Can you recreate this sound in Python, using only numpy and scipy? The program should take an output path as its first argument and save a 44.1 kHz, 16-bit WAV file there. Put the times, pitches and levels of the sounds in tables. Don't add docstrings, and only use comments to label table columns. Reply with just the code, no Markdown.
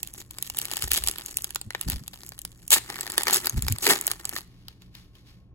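import sys
import numpy as np
from scipy import signal
from scipy.fft import rfft, irfft
from scipy.io import wavfile
from scipy.ndimage import uniform_filter1d

SR = 44100
rng = np.random.default_rng(int(sys.argv[2]) if len(sys.argv) > 2 else 0)


def dump_mix(stems):
    frames = np.atleast_2d(stems).T
    limited = np.clip(frames, -1, 1)
    pcm = np.round(limited * 32767).astype(np.int16)
    wavfile.write(sys.argv[1], SR, pcm)


N = 244476
TIME = np.arange(N) / SR


def undb(db):
    return 10 ** (np.asarray(db) / 20)


def unit(x):
    return x / np.sqrt(np.mean(x ** 2))


def curve(table, at):
    axis, *columns = np.transpose(table)
    return [np.interp(at, axis, column) for column in columns]


def band(x, lo_hz, hi_hz, order=2):
    sos = signal.butter(order, [lo_hz, min(hi_hz, .47 * SR)], "band", fs=SR, output="sos")
    return signal.sosfilt(sos, x)


def pair(noise, spread):
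    return noise[..., :1, :] + spread * noise[..., 1:, :]


def coloured(spectrum, spread):
    hz, db = np.transpose(spectrum)
    gain = undb(np.interp(np.log(np.fft.rfftfreq(N, 1 / SR) + 1), np.log(hz), db))
    white = pair(rng.standard_normal((3, N)), spread)
    return unit(irfft(rfft(white) * gain, N))


def swell(t, start, hold, attack_s, release_s):
    before = np.maximum(start - t, 0) / attack_s
    after = np.maximum(t - start - hold, 0) / release_s
    return np.exp(-np.minimum(before + after, 20))


# frequency in Hz, relative level in dB.
ROOM_TONE = [(15, -39), (25, 2), (123, -3), (145, -9), (180, -1), (223, -14), (293, -10), (427, -20.5),
             (2110, -42), (2480, -39.5), (16000, -77)]
# frequency in Hz, rms level in dB.
HUM_PARTIALS = [(60, -61), (120, -59), (180, -69.5)]


def background(rumble_db=-54, whirr_db=-79):
    hum = sum(undb(db) * np.sqrt(2) * np.sin(2 * np.pi * (hz * TIME + rng.random()))
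              for hz, db in HUM_PARTIALS)
    whirr = undb(whirr_db) * unit(band(rng.standard_normal(N), 1060, 1100))
    return undb(rumble_db) * coloured(ROOM_TONE, spread=0.15) + hum + whirr


# time in seconds, treble level in dB.
FINGER_GRIP = [(0, -47), (0.29, -61), (0.39, -48), (0.53, -49.5), (0.64, -40), (1.13, -42.5), (1.5, -50.5),
               (1.68, -63), (1.85, -45), (2.02, -56), (2.18, -50.5), (2.58, -59.5), (3.0, -40.5),
               (3.77, -50), (3.98, -38.5), (4.18, -50.5), (4.33, -45.5), (4.5, -62)]
# start in seconds, hold in seconds, treble level in dB, body over treble in dB.
FOIL_SQUEEZES = [(0.169, 0.029, -41.5, -7), (0.462, 0.011, -37, -11.5), (0.568, 0.017, -37, -8.5),
                 (0.72, 0.12, -47.5, -8.5), (0.816, 0.023, -31.5, -8.5), (0.916, 0.06, -27, -12),
                 (1.064, 0.024, -34, -15), (1.279, .04, -42, -30), (1.367, 0.034, -43.5, -29),
                 (1.878, 0.063, -38.5, -7.5), (2.261, 0.013, -48.5, -27), (2.76, 0.019, -39, 4),
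                 (2.907, .012, -45.5, 8), (3.187, 0.023, -33, -3), (3.284, .045, -30.5, 3),
                 (3.339, 0.035, -24, -6), (3.441, 0.016, -34, 0), (3.581, 0.015, -38, -2),
                 (3.647, 0.053, -39.5, -5.5), (3.828, 0.05, -22, -10.5), (3.872, 0.008, -21, 1),
                 (3.906, 0.013, -16, -2), (4.06, 0.067, -40, -4), (4.349, 0.028, -34, -6)]


def flex(t, usual_db=-44.5, opened_db=4):
    grip_db, = curve(FINGER_GRIP, t)
    grip_body_db = -4 + 0.09 * (grip_db - usual_db) + opened_db * (t > SEAM_RIP[0][0])
    treble, body = undb(grip_db) ** 2, undb(grip_db + grip_body_db) ** 2
    for start, hold, db, body_db in FOIL_SQUEEZES:
        power = (undb(db) * swell(t, start, hold, attack_s=.011, release_s=.018)) ** 2
        treble = treble + power
        body = body + power * undb(body_db) ** 2
    return 10 * np.log10(treble), 10 * np.log10(body / treble)


def rubbing(hiss_db=-8, mid_db=-7, hollow_db=-13, catch_db=5.5, let_go_s=0.1):
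    db, body_db = flex(TIME)
    catches = unit(uniform_filter1d(rng.standard_normal(N), size=220))
    noise = pair(rng.standard_normal((3, N)), spread=0.067) * undb(catch_db * catches)
    hiss = undb(hiss_db) * unit(band(noise, 3200, 13000))
    body = undb(mid_db) * unit(band(noise, 630, 3600)) + undb(hollow_db) * unit(band(noise, 170, 440))
    let_go = np.clip((FINGER_GRIP[-1][0] - TIME) / let_go_s, 0, 1)
    return (hiss + undb(body_db) * body) * undb(db) * let_go


# low and high edge in Hz, base decay in seconds, trim in dB, stereo spread.
FOIL_BANDS = [(6160, 15400, 0.00062, -0.48, 0.14), (2290, 5206, 0.0009, 0.82, 0.85),
              (628, 2557, 0.0014, -1, 0.29)]


def creases(times, band_db, decay_scale, rise_s, facet, samples, pan_db=1.0, facet_sustain=1.41):
    age = np.arange(samples) / SR
    noise = rng.standard_normal((len(times), 3, samples))
    pitches = rng.random((len(times), len(FOIL_BANDS))).T
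    pan = undb(pan_db * noise[:, 1, -1, None] * np.array([1, -1]))
    attack = 1 - np.exp(-(age / rise_s) ** 2)
    clicks = 0
    for (lo_hz, hi_hz, decay_s, trim_db, spread), db, pitch in zip(FOIL_BANDS, band_db, pitches):
        fade = np.exp(-age / (decay_scale * decay_s))
        shake = pair(noise, spread) * fade
        facet_hz = lo_hz + (hi_hz - lo_hz) * pitch[:, None, None]
        tone = facet * np.sqrt(2 * (hi_hz - lo_hz) / SR) * np.sin(2 * np.pi * facet_hz * age)
        burst = band(attack * (shake + tone * fade ** (1 / facet_sustain)), lo_hz, hi_hz)
        rms_1ms = np.sqrt((burst ** 2).sum(2).mean(1) / (SR / 1000))
        clicks = clicks + burst * (undb(db + trim_db) / rms_1ms)[:, None, None]
    onsets = np.maximum((times - rise_s) * SR, 0).astype(int)
    slots = (onsets[:, None] + np.arange(samples)).ravel()
    panned = clicks * pan[:, :, None]
    return np.array([np.bincount(slots, panned[:, side].ravel(), N + samples)[:N] for side in range(2)])


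def crackle(count=5000, span_s=4.5, usual_per_s=300, usual_db=-35, gain_db=-1.5, scatter_db=6.5):
    when, luck = rng.random((count, 2)).T
    size, tint = rng.standard_normal((count, 2)).T
    times = when * span_s
    db, body_db = flex(times)
    per_s = np.minimum(usual_per_s * undb(.5 * (db - usual_db)), count / span_s)
    flips = luck < per_s * span_s / count
    db = db + gain_db - 10 * np.log10(per_s / usual_per_s)
    db = db + scatter_db * (np.minimum(size, 1.6) - .5)
    db = np.where(flips, db, -np.inf)
    body_db = body_db + 6 * np.clip(tint, -1, 1)
    band_db = [db, db + 0.2 * body_db, db + body_db]
    return creases(times, band_db, decay_scale=0.44, rise_s=.0003, facet=0.48, samples=160)


# time in seconds, treble level in dB, body over treble in dB.
LOUD_SNAPS = [(0.031, -21, -19), (0.074, -31, -15), (0.1383, -32.5, -36), (0.3095, -31.5, -14),
              (0.3852, -28.5, -5), (0.4258, -18, -20.5), (0.4998, -23, -12.5), (0.5709, -24.5, -13),
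              (0.5876, -15, -29), (0.6157, -22.5, -12.5), (0.6541, -22.5, -11.5), (0.7146, -24, -4.5),
              (0.7357, -23, -5), (0.7694, -19.5, -9.5), (0.823, -20, -8), (0.8804, -27, -41),
              (0.917, -11, -9), (0.9343, -13, -23), (0.942, -18, -16.5), (0.9766, -19.5, -5),
              (1.0383, -19.5, -12.5), (1.0738, -15.5, -11.5), (1.0853, -14, -10.5), (1.113, -24, -17),
              (1.1844, -26.5, -10), (1.2613, -25.5, -39), (1.3705, -14, -26), (1.4214, -28.5, -41),
              (1.4439, -18.5, -16), (1.5063, -29.5, -8), (1.548, -26.5, -18), (1.5586, -18.5, -3.5),
              (1.6142, -27.5, -10), (1.7059, -32.5, 5.5), (1.7493, -33, 14.5), (1.8124, -19.5, -12.5),
              (1.8999, -16, -19), (2.0795, -27, -13), (2.2646, -35, -30.5), (2.2913, -30, -30),
              (2.3206, -41.5, 5), (2.3906, -29.5, -17.5), (2.4174, -32.5, -25), (2.451, -25, -11),
              (2.6793, -27.5, -34), (2.7062, -11, -20.5), (2.901, -28, 2), (3.0096, -20.5, -15),
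              (3.0665, -29.5, 2.5), (3.1005, -24.5, -5.5), (3.12, -26, -16.5), (3.180, -9, -5),
              (3.234, -18.5, -10), (3.2699, -22, 7), (3.2819, -18.5, 2.5), (3.309, -18.5, -6.5),
              (3.3293, -15.5, -6.5), (3.3333, -10.5, -32.5), (3.344, -10, -27), (3.3601, -14, -7.5),
              (3.458, -18, -18), (3.4703, -14.5, -6.5), (3.4963, -17, -25.5), (3.6231, -18.5, -17.5),
              (3.6827, -18, -2.5), (3.7237, -17, -20), (3.785, -26, -9), (3.8671, -14, 5),
              (3.9078, -11.5, -3.5), (3.9351, -18.5, 1), (4.012, -19.5, -30), (4.0683, -12.5, -49),
              (4.0779, -17, -4), (4.1151, -15.5, -10), (4.2535, -20, -11.5), (4.293, -21.5, -18),
              (4.364, -27, 4.5)]


def snaps(crease_db=-1, lead_in_db=-20, lead_s=0.0015):
    times, db, body_db = np.transpose(LOUD_SNAPS)
    band_db = np.array([db, db + crease_db + 0.45 * body_db, db + body_db])
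    lead_in = creases(times - lead_s, band_db + lead_in_db,
                      decay_scale=2.7, rise_s=0.0017, facet=0, samples=400)
    return lead_in + creases(times, band_db, decay_scale=0.98, rise_s=.0006, facet=.55, samples=400)


# start in seconds, hold in seconds,
# level in dB, centre pitch of the thud in Hz, skin scuff over thud in dB.
HAND_NUDGES = [(0.842, 0.018, -34.5, 67, -15.5), (0.906, 0.028, -38, 60, -13.5),
               (1.012, 0.08, -38.5, 55, -18), (1.665, 0.013, -39.5, 105, -3.5),
               (1.872, 0.015, -28.5, 66, -3), (1.928, 0.039, -32, 62, -11), (2.011, 0.0066, -43, 150, -2),
               (3.542, 0.0058, -31, 116, -7.5), (3.572, 0.0085, -20.5, 77, -12),
               (3.629, 0.044, -29, 66, -9), (3.707, 0.024, -24, 105, -12)]


def hand_bumps(wobble=0.26):
    speed = 1 + wobble * unit(band(rng.standard_normal(N), 6.2, 50))
    warped_s = np.cumsum(speed) / SR
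    thud, scuff_gain = 0, 0
    for start, hold, db, hz, scuff_db in HAND_NUDGES:
        push = undb(db) * swell(TIME, start, hold, attack_s=0.0069, release_s=0.014)
        phase = 2 * np.pi * hz * (warped_s - np.interp(start, TIME, warped_s))
        thud = thud + push * np.sqrt(2) * np.sin(phase)
        scuff_gain = scuff_gain + push * undb(scuff_db)
    return thud + scuff_gain * unit(band(rng.standard_normal(N), 100, 240, order=3))


# time in seconds, relative treble level in dB, body over treble in dB.
SEAM_RIP = [(2.708, -39.5, -7.5), (2.717, -17.5, -7.5), (2.741, -13.5, -10.5), (2.746, -19, -18),
            (2.762, -31, 3), (2.785, -28.5, -11)]


def rip(count=360, gain_db=-11, scatter_db=5.5, crease_db=-5):
    steps = np.arange(count) + rng.random(count)
    times = np.interp(steps, [0, count], [SEAM_RIP[0][0], SEAM_RIP[-1][0]])
    db, body_db = curve(SEAM_RIP, times)
    db = db + gain_db + scatter_db * rng.standard_normal(count)
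    band_db = [db, db + crease_db, db + body_db]
    return creases(times, band_db, decay_scale=0.27, rise_s=0.000081, facet=1.0, samples=128)


def pouch_pop(start_s=3.872, hold_s=.05, db=-29):
    hollow = unit(band(rng.standard_normal(N), 270, 460, order=3))
    return undb(db) * swell(TIME, start_s, hold_s, attack_s=.006, release_s=.01) * hollow


# frequency in Hz, relative level in dB.
CARD_HISS = [(300, -27), (900, 0), (2500, 5.5), (4500, 7), (8000, -6.5), (12000, -3), (16000, -14)]
# start in seconds, hold in seconds, relative hiss level in dB, edge tick level in dB.
CARD_STROKES = [(4.431, .2, -67.5, -65), (4.683, .015, -61, -34.5), (4.82, .01, -63.5, -48.5),
                (4.951, 0.033, -55.5, -40), (5.153, 0.037, -62.5, -53), (5.271, 0.039, -61, -66)]


def card_slides(gain_db=1, grain_db=2):
    push = sum(undb(db) * swell(TIME, start, hold, attack_s=0.0096, release_s=0.058)
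               for start, hold, db, _ in CARD_STROKES)
    grain = unit(uniform_filter1d(rng.standard_normal(N), size=180))
    starts, _, _, tick_db = np.transpose(CARD_STROKES)
    band_db = [tick_db, tick_db + 4, tick_db - 6]
    ticks = creases(starts, band_db, decay_scale=1.9, rise_s=0.00051, facet=0.73, samples=400)
    return coloured(CARD_HISS, spread=0.91) * undb(gain_db + grain_db * grain) * push + ticks


# centre in Hz, width in Hz, gain in dB.
POUCH_RESONANCES = [(362, 99, 0.5), (780, 53, -18.5), (1958, 390, -2), (4600, 650, -6.5),
                    (7740, 3200, -0.5), (11170, 4000, -12)]


def cupped(foil):
    def resonance(x, hz, width_hz, db):
        return undb(db) * band(x, hz - width_hz / 2, hz + width_hz / 2, order=1)

    taut = resonance(foil * (TIME < SEAM_RIP[-1][0]), hz=3190, width_hz=1300, db=-7)
    return foil + taut + sum(resonance(foil, *row) for row in POUCH_RESONANCES)


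# frequency in Hz, lead of right over left in radians.
STEREO_PHASE = [(0, .55), (220, .45), (500, -.5), (1000, -.9), (2000, -1.7), (4600, -3.1), (9100, 3.14),
                (18200, 15.7)]
# frequency in Hz, left over right in dB.
STEREO_BALANCE = [(200, -0.3), (500, 2.1), (1000, 1.5), (2000, 2.2), (4000, 0.9), (12000, 0.1)]


def widen(x):
    hz = np.fft.rfftfreq(N, 1 / SR)
    lead, = curve(STEREO_PHASE, hz)
    left_db, = curve(STEREO_BALANCE, hz)
    side = np.array([[1], [-1]])
    return irfft(rfft(x) * np.exp(-.5j * lead * side) * undb(side * left_db / 2), N)


def reflections(x, near_db=-15.5, near_s=0.0079, tail_db=-24, t60_s=0.38):
    age = TIME[:SR // 2]
    near, tail = band(rng.standard_normal((2, 2, len(age))), 220, 6500, order=1)
    near = near * np.exp(-age / near_s) * (age > .001)
    tail = tail * undb(-60 * age / t60_s) * (age > .006)
    response = (undb(near_db) * unit(near) + undb(tail_db) * unit(tail)) / np.sqrt(len(age))
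    return signal.fftconvolve(x, response, axes=1)[:, :N]


def scene():
    foil = rubbing() + crackle() + rip() + snaps()
    pack = cupped(foil) + pouch_pop() + card_slides()
    return widen(pack + hand_bumps() + background()) + reflections(pack)


def record(dry, top_hz=16250):
    low_pass = signal.ellip(8, .2, 70, top_hz, fs=SR, output="sos")
    return signal.sosfilt(low_pass, np.tanh(dry))


dry = scene()
out = record(dry)
dump_mix(out)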